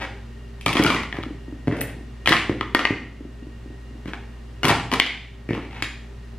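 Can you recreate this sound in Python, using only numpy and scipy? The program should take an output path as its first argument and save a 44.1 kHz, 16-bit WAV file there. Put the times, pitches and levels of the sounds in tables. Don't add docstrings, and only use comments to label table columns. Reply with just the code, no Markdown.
import sys
import numpy as np
from scipy import signal
from scipy.fft import rfft, irfft, next_fast_len
from scipy.io import wavfile

SR = 44100
rng = np.random.default_rng(int(sys.argv[2]) if len(sys.argv) > 2 else 0)


def to_wav(s):
    ch = np.atleast_2d(s).T
    pcm = np.round(np.clip(ch, -1, 1) * 32767)
    wavfile.write(sys.argv[1], SR, pcm.astype(np.int16))


N = 281706
CLICK_SEND_DB, THUD_SEND_DB = 0.5, -4.5


# t/s, level/dB, f/Hz, treble/dB, send trim/dB, item that rings on
HARD_HITS = [(.611, -25.5, 2680, 12, 1, "case"), (0.6623, -5, 1185, -1, -0.5, "handle"),
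             (0.682, -20.5, 4840, 8, 0, "case"), (0.729, -11.5, 2430, 7, -8, "lid"),
             (.753, -13, 1210, -4, 6, "handle"), (.769, -8.5, 1320, -3.5, 5, "handle"),
             (0.78, -13.5, 1900, -6, -17, "handle"), (.794, -11.5, 1470, -2, -4, "handle"),
             (0.825, -14.5, 2920, 13, -1, "handle"), (.847, -9.5, 1210, -17, -3, "handle"),
             (.863, -7.5, 1240, 6, 2.5, "tube"), (0.876, -12, 3260, 1, 1, "case"),
             (.886, -22, 2600, -2, -3, "case"), (.902, -9, 1160, -2.5, 2, "handle"),
             (.946, -15, 1310, 6, 2, "handle"), (.964, -16.5, 2120, -11, 3, "handle"),
             (1.001, -23, 1280, -2, -1, "handle"), (1.033, -19.5, 1120, -4, -14, "handle"),
             (1.126, -17, 1850, -24, -5, "case"), (1.168, -24, 1116, -8, 1, "handle"),
             (1.229, -26.5, 3530, -9, -9, "case"), (1.235, -21.5, 1260, -7, -3.5, "case"),
             (1.712, -26, 1640, -32, 7, "handle"), (1.727, -34, 1900, -9, -5, "handle"),
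             (1.768, -30.5, 2500, 23, 4, "handle"), (1.813, -17.5, 1770, -10, -0.5, "ferrule"),
             (1.895, -30.5, 2000, -2, -5, "handle"), (2.259, -9, 3140, 2, 3, "handle"),
             (2.274, -0.5, 1640, -4, 0.5, "case"), (2.292, -5.5, 4180, 16, -1, "case"),
             (2.321, -3, 1420, -11, -5, "palette"), (2.327, -2, 1810, -6, -4, "case"),
             (2.61, -10, 1290, -17.5, -3.5, "case"), (2.748, 3, 1400, -3.5, -2.5, "palette"),
             (2.792, -4.5, 1580, -6, 2.5, "palette"), (2.852, 0.5, 2040, -15, -4.5, "palette"),
             (4.057, -31.5, 2000, 1, -2, "handle"), (4.079, -28.5, 1690, 1, 4, "case"),
             (4.134, -18.5, 1532, -22, -6, "case"), (4.632, -11, 1400, 2, 5, "tube"),
             (4.643, -12.5, 1210, 8, 0, "handle"), (4.652, -4.5, 1230, 1, -8, "case"),
             (4.682, -6.5, 1850, 14, -5, "handle"), (4.70, -7, 1830, 11, -6, "palette"),
             (4.751, -18, 1860, -14, -21, "palette"), (4.798, -18.5, 1820, -7, -3.5, "palette"),
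             (4.916, -12, 1050, 0, 5, "case"), (4.937, -7, 1820, 8.5, -6, "case"),
             (4.999, 3, 2300, -4, -1, "lid"), (5.021, -12.5, 4200, -3, 3, "lid"),
             (5.063, -13, 2300, -5, 4, "jar"), (5.489, -27, 2160, -9.5, 8.5, "handle"),
             (5.532, -21.5, 2390, -21, 0.5, "case"), (5.549, -24.5, 1900, -24, -6, "handle"),
             (5.823, -8.5, 2160, 3, 0.5, "jar"), (5.844, -30, 2480, 25, -12, "jar")]
def clicks(give_s=.0006, table_hz=310, push_db=-33.5, light_hz=1900, bass_db_per_octave=-12):
    out = np.zeros((2, N))
    for s, db, hz, treble_db, trim_db, _ in HARD_HITS:
        bass_db = bass_db_per_octave * np.log2(hz / light_hz)
        add(out, s + give_s, routed(gain_of(db) * click(hz, treble_db, bass_db), CLICK_SEND_DB + trim_db))
        add(out, s, routed(gain_of(db + push_db) * thud(table_hz), THUD_SEND_DB))
    return out


# f/Hz, level/dB
CLICK_EQ = [(60, -30), (250, 1), (500, -7), (800, -4.5), (1150, -0.5), (1550, -4.5), (2000, 1.5), (3200, 0),
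            (4400, -5), (7500, -17.5), (11500, -13), (13500, -31), (16000, -29)]
def click(hz, treble_db=0, bass_db=0, size=1024):
    pulse = contact(CLICK_EQ, hz, treble_db, bass_db, ring_db=12, ring_octaves=0.31, size=size)
    ratio = bins(size) / hz
    allpass = (1 - ratio ** 2 - 1j * ratio) / (1 - ratio ** 2 + 1j * ratio)
    pulse = irfft(rfft(pulse) * allpass)
    return chatter(pulse / abs(pulse).max(), db=-4.5, t60=.012)


# f/Hz, level/dB, t60/s
FERRULE_MODES = [(7120, -22, 0.088), (8300, -23, 0.042), (10500, 2, 0.041), (12030, 7, 0.048),
                 (12300, -9, 0.13), (12450, -6, 0.081), (14250, -12, 0.18)]
JAR_MODES = [(2188, 3.5, 0.035), (2300, -19, 0.018), (2680, 4.5, 0.023), (3800, -10, 0.02),
             (4930, -9, .025), (7130, -15, 0.04)]
HANDLE_MODES = [(1167, 5.5, 0.028), (1400, -7, 0.022), (2095, 3.5, 0.05), (2772, 4.5, 0.018)]
CASE_MODES = [(2100, -13, 0.0064), (2370, 0, 0.012), (2570, -7, 0.0086), (3030, 0, 0.019),
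              (2840, -1.5, 0.0034), (3337, 2.5, 0.029), (3970, -24, 0.011)]
PALETTE_MODES = [(1196, 0.5, 0.06), (1350, -1.5, 0.019), (1600, -14, 0.033), (1864, 7.5, 0.063),
                 (2200, 0, 0.032), (2940, 11, 0.011), (4440, -8, 0.02)]
LID_MODES = [(2000, -15.5, 0.029), (2180, -29, 0.021), (3190, -10.5, 0.015), (3530, -4, 0.0091),
             (4300, -19, 0.012)]
TUBE_MODES = [(1416, 2.5, 0.065), (2204, -0.5, 0.023), (2870, 0, 0.03)]
def ringing(item, modes, ring_db, send_db, detune_octaves=0, spread_db=3, give_s=.0006):
    out, t = np.zeros((2, N)), np.arange(8000) / SR
    for s, db, _, _, trim_db, struck in HARD_HITS:
        if struck == item:
            detune = 2 ** rng.uniform(-detune_octaves, detune_octaves)
            ring = np.zeros(len(t))
            for hz, mode_db, t60 in modes:
                decay = gain_of(mode_db + rng.uniform(-spread_db, spread_db) - 60 * t / t60)
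                ring += decay * np.sin(2 * np.pi * detune * hz * t)
            add(out, s + give_s, routed(gain_of(db + ring_db) * ring, send_db + trim_db))
    return out


# t/s, level/dB, f/Hz, send trim/dB
LANDINGS = [(.663, -11.5, 302, -5), (0.755, -13, 242, -10), (.797, -4, 306, 2.5), (.856, -10, 232, 2),
            (.95, -19.5, 232, 4.5), (1.186, -16, 320, -2), (1.673, -13, 250, 1), (1.68, -8.5, 170, -0.5),
            (1.724, -13, 302, -9), (2.308, -9, 340.4, -2), (2.495, -7.5, 323, 1), (2.906, -5.5, 300, -1.5),
            (4.057, -22, 230, 0), (4.082, -23, 220, 3), (4.643, -14.5, 340, -2), (4.65, -13.5, 385, 0),
            (4.657, -12.5, 99, 3.5), (4.683, -14, 220, 1), (4.93, -15, 261, 1.5), (5.49, -14.5, 308, 2),
            (5.507, -9.5, 210, -3), (5.533, -16, 293, 3), (5.577, -19, 290, -5), (5.823, -23.5, 378, -4)]
def thuds(give_s=0.00088, tick_db=-15.5):
    out = np.zeros((2, N))
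    for s, db, hz, trim_db in LANDINGS:
        tick = gain_of(db + tick_db) * click(hz=1900, treble_db=-0.5)
        body = gain_of(db) * thud(hz, treble_db=0.8, bass_db=3)
        add(out, s, routed(tick, CLICK_SEND_DB))
        add(out, s + give_s, routed(body, THUD_SEND_DB + trim_db))
    return out


# f/Hz, level/dB
TABLETOP_EQ = [(30, -37), (70, -4), (100, 6.5), (160, 4.5), (230, 0.5), (300, 2), (480, -3), (700, -14),
               (1500, -19), (5000, -79)]
def thud(hz, treble_db=0, bass_db=0):
    pulse = contact(TABLETOP_EQ, hz, treble_db, bass_db, ring_db=8, ring_octaves=0.42, size=4096)
    return chatter(pulse, db=-12, t60=0.06)


# t/s, length/s, centre level/dB, centre f/Hz
JOSTLES = [(0.68, 0.02, -13, 1450), (0.757, 0.18, -24, 1300), (1.136, 0.024, -26, 1102),
           (2.283, 0.096, -14, 1400), (4.641, 0.08, -12.5, 1000), (4.921, 0.036, -16.5, 851),
           (5.533, 0.055, -31, 860)]
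def rattles(per_s=100, spread_db=8, spread_octaves=0.9, glint_db=6, bright_db=-10.5, send_db=1.5):
    out = np.zeros((2, N))
    for s, length, start_db, centre_hz in JOSTLES:
        for k in range(int(length * per_s) + 1):
            after = (k + rng.random()) / per_s
            db = start_db + np.interp(after / length, [0.85, 1], [0, -12.5])
            force = gain_of(db + rng.uniform(-spread_db, spread_db))
            detune = 2 ** rng.uniform(-spread_octaves, spread_octaves)
            treble_db = 0.69 * (db - bright_db) + rng.uniform(-glint_db, glint_db)
            add(out, s + after, routed(force * click(centre_hz * detune, treble_db), send_db))
            if k % 3 == 0:
                add(out, s + after, routed(force * gain_of(-5) * thud(hz=220 * detune), send_db))
    return out


# t/s, level/dB
FERRULE_TOUCHES = [(.661, -18.5), (.735, -24), (0.837, -15.5), (0.901, -32), (.929, -32), (1.809, -22),
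                   (2.289, -22), (4.644, -31), (4.653, -19), (4.664, -28), (4.674, -27), (4.686, -17),
                   (4.697, -31)]
# f/Hz, level/dB
METAL_EQ = [(500, -18), (3000, 0), (5500, -4), (8000, -2), (11500, 0.5), (13500, -8), (16000, -22)]
def tinks(centre_hz=10500, spread_octaves=0.8, send_db=-5):
    out = np.zeros((2, N))
    for s, db in FERRULE_TOUCHES:
        hz = centre_hz * 2 ** rng.uniform(-spread_octaves, spread_octaves)
        tick = contact(METAL_EQ, hz, ring_db=3.5, ring_octaves=0.15)
        add(out, s, routed(gain_of(db) * chatter(tick, db=12, t60=0.011), send_db))
    return out


# t/s, length/s, grain level/dB, f/Hz, tabletop blend/dB
GRIT_BURSTS = [(0.0, 0.055, -25.5, 1900, -11.5), (1.723, 0.113, -38, 1900, 4),
               (1.867, 0.041, -40, 1980, -7), (4.074, 0.024, -37.5, 1600, -17),
               (4.137, 0.01, -30, 1510, -29), (5.613, 0.046, -38.5, 2200, -11),
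               (5.702, 0.11, -36.5, 2250, -16)]
# f/Hz, level/dB
GRIT_EQ = [(100, -41), (500, -22), (800, 11), (1200, 2), (2000, 1.5), (3100, 0), (4200, -8), (7000, -19.5),
           (14000, -25)]
def grit(per_s=600, spread_db=5.5, fade_s=0.0021):
    out = np.zeros((2, N))
    impulses = (rng.random(N) < per_s / SR) * rng.choice([-1, 1], N)
    impulses = impulses * gain_of(rng.uniform(-spread_db, spread_db, N))
    board = contact(TABLETOP_EQ, hz=560, bass_db=-3, ring_db=7.5, ring_octaves=0.33)
    for s, length, db, hz, table_db in GRIT_BURSTS:
        t = np.arange(0, length, 1 / SR)
        fades = np.minimum(np.minimum(t, length - t) / fade_s, 1)
        burst = impulses[round(s * SR):][:len(t)] * fades
        grain = contact(GRIT_EQ, hz, ring_db=6, ring_octaves=0.43) + gain_of(table_db) * board
        add(out, s, routed(gain_of(db) * signal.fftconvolve(burst, grain), send_db=0))
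    return out


# t/s, level/dB
NUDGES = [(1.263, -23), (3.207, -25)]
# t/s from its start, relative level/dB
KNOCKS = [(0, 0), (.044, 0.5), (.083, -12)]
def rocking(swings=4, first_swing_s=.218, slowing_s=.016, fade_db=-2.5):
    out = np.zeros((2, N))
    for s, db in NUDGES:
        for k in range(swings):
            for after, knock_db in KNOCKS:
                knock = thud(hz=264, treble_db=-12.5, bass_db=-18)
                add(out, s + after, routed(gain_of(db + knock_db + k * fade_db) * knock, send_db=-9))
            s += first_swing_s + k * slowing_s
    return out


# delay/s, level/dB
EARLY_ECHOES = [(.0013, -28), (.0031, -13), (.0098, -42), (0.0199, -14)]
# f/Hz, left lead/rad
LEFT_LEAD = [(800, 0), (1300, .3), (2000, .45), (2800, 1), (4000, 1.75), (5500, 2), (8000, 2.8),
             (11500, 2.5)]
# f/Hz, left over right/dB
LEFT_TILT = [(180, 0), (600, 1), (1300, 2.5), (3500, 3.5), (8000, 3.5), (12000, 1)]
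def close_mic(direct, size=256):
    heard = direct.copy()
    for delay, db in EARLY_ECHOES:
        add(heard, delay, gain_of(db) * direct)
    f = bins(size)
    left = gain_of(curve(LEFT_TILT, f) / 2) * np.exp(.5j * curve(LEFT_LEAD, f))
    taps = np.roll(irfft(np.array([left, 1 / left])), size // 2, axis=1)
    return signal.oaconvolve(heard[None], taps, axes=1)[:, size // 2:][:, :N]


def room(sent, cycles_per_s=4, count=3):
    turn = cycles_per_s * np.arange(N) / SR
    shares = np.array([np.maximum(np.cos(2 * np.pi * (turn + k / count)), 0) for k in range(count)])
    shares /= np.linalg.norm(shares, axis=0)
    return sum(signal.oaconvolve((share * sent)[None], room_tail(), axes=1)[:, :N] for share in shares)


# f/Hz, t60/s
TAIL_T60 = [(100, 1.5), (300, 0.5), (700, 0.51), (2000, 0.52), (4000, 0.53), (8000, .5), (14000, 0.2)]
# f/Hz, level/dB
TAIL_EQ = [(60, -1.5), (150, -4), (300, 3), (700, 1.5), (1200, -2.5), (2000, 1.5), (4000, -1.5), (8000, 2),
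           (14000, -9.5)]
# f/Hz, left-right correlation
TAIL_CORRELATION = [(200, 1), (1000, 0.99), (2200, 1), (3500, 0.86), (5000, 0.48), (6500, 0.11),
                    (10000, -0.46), (12500, -0.88)]
def room_tail(predelay_s=0.00082, build_s=0.0061):
    f, t, noise = signal.stft(rng.standard_normal((2, SR)), SR, nperseg=512)
    f = f[:, None]
    t60 = curve(TAIL_T60, f)
    unit_energy = np.sqrt(2 * np.log(1000) / (t60 * SR))
    bands = noise * gain_of(curve(TAIL_EQ, f) - 60 * t / t60) * unit_energy
    tail = signal.istft(stereo(*bands, curve(TAIL_CORRELATION, f)), SR, nperseg=512)[1]
    return tail * np.clip((np.arange(tail.shape[1]) / SR - predelay_s) / build_s, 0, 1)


# f/Hz, rms level/dB
MOTOR_TONES = [(57.7, -38.5), (120, -47.5), (230.8, -51.5)]
# f/Hz, level/dB
AIR_EQ = [(25, 0), (80, -4.5), (160, 2), (310, -1.5), (500, -7), (1000, -11.5), (2500, -17.5), (4000, -21),
          (8000, -30), (13000, -39), (16000, -48)]
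# f/Hz, half-width/Hz, boost/dB
AIR_PEAKS = [(105, 7.1, 15.5), (236.6, 4.3, 8.5), (394, 8.1, 15), (1865, 29, 14), (2813, 31, 11.5)]
# f/Hz, left-right correlation
AIR_CORRELATION = [(100, 1), (400, 0.66), (1000, 0.42), (2000, 0.87), (4000, 0.49), (10000, 0.55)]
def fan(air_mids_db=-55.5):
    t, size = np.arange(N) / SR, next_fast_len(N, True)
    hum = sum(np.sqrt(2) * gain_of(db) * np.sin(2 * np.pi * (hz * t + rng.random()))
              for hz, db in MOTOR_TONES)
    f = bins(size)
    whir_db = sum(db / (1 + ((f - hz) / width) ** 2) for hz, width, db in AIR_PEAKS)
    spectra = rfft(rng.standard_normal((2, size))) * gain_of(curve(AIR_EQ, f) + whir_db)
    mids_rms = irfft(spectra[0] * ((f > 500) & (f < 1500)), size).std()
    rush = irfft(stereo(*spectra, curve(AIR_CORRELATION, f)), size)[:, :N]
    return hum + gain_of(air_mids_db) / mids_rms * rush


def contact(eq, hz, treble_db=0, bass_db=0, *, ring_db, ring_octaves, size=1024):
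    f = bins(size)
    octaves = np.log2((f + 1) / hz)
    resonance = ring_db / (1 + (octaves / ring_octaves) ** 2)
    shelves = treble_db * np.clip(octaves / 2, 0, 1) + bass_db * np.clip(-octaves / 2, 0, 1)
    pulse = minimum_phase(curve(eq, f) + resonance + shelves)
    return pulse / abs(pulse).max()


def chatter(pulse, db, t60):
    t = np.arange(len(pulse)) / SR
    burst = rng.standard_normal(len(t)) * gain_of(-60 * t / t60) * np.minimum(t / t60 * 10, 1)
    return pulse + gain_of(db) * signal.fftconvolve(pulse, burst / np.linalg.norm(burst))[:len(t)]


def minimum_phase(db):
    cepstrum = irfft(np.log(gain_of(db)))
    half = len(cepstrum) // 2
    cepstrum[1:half] *= 2
    cepstrum[half + 1:] = 0
    return irfft(np.exp(rfft(cepstrum)))


def stereo(mid, side, correlation):
    correlation = np.clip(correlation, -.999, .999)
    mid, side = mid * np.sqrt((1 + correlation) / 2), side * np.sqrt((1 - correlation) / 2)
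    return np.array([mid + side, mid - side])


def routed(sound, send_db):
    return np.array([sound, gain_of(send_db) * sound])


def add(mix, s, sound):
    part = mix[..., round(s * SR):][..., :sound.shape[-1]]
    part += sound[..., :part.shape[-1]]


def curve(points, hz):
    f, value = np.transpose(points)
    return np.interp(np.log(hz + 1), np.log(f + 1), value)


def bins(size):
    return np.fft.rfftfreq(size, 1 / SR)


def gain_of(db):
    return 10 ** (np.asarray(db) / 20)


def scene():
    background = fan()
    table = clicks() + thuds() + rocking()
    table += ringing("ferrule", FERRULE_MODES, ring_db=-10.5, send_db=-0.5)
    table += ringing("jar", JAR_MODES, ring_db=-9, send_db=-5.5)
    table += ringing("handle", HANDLE_MODES, ring_db=-15.5, send_db=-4.5, detune_octaves=.25)
    table += ringing("case", CASE_MODES, ring_db=-18, send_db=-2.5)
    table += ringing("palette", PALETTE_MODES, ring_db=-17.5, send_db=-1.5)
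    table += ringing("lid", LID_MODES, ring_db=-4.5, send_db=1)
    table += ringing("tube", TUBE_MODES, ring_db=-7.5, send_db=-4)
    direct, sent = table + rattles() + grit() + tinks()
    return close_mic(direct) + room(sent) + background


def record(dry, threshold_db=1, attack_s=0.0023, release_s=0.41, cutoff_hz=15900):
    over_db = np.maximum(20 * np.log10(abs(dry).max(0) + 1e-9) - threshold_db, 0)
    release = np.exp(-np.arange(N) / SR / release_s)
    held_db = np.maximum.accumulate(over_db / release) * release
    lag = np.exp(-1 / (attack_s * SR))
    duck_db = signal.lfilter([1 - lag], [1, -lag], held_db)
    limited = np.clip(dry / gain_of(duck_db), -1, 1)
    lowpass = signal.firwin(255, cutoff_hz, window=("kaiser", 9), fs=SR)
    return signal.oaconvolve(limited, lowpass[None], "same")


dry = scene()
out = record(dry)
to_wav(out)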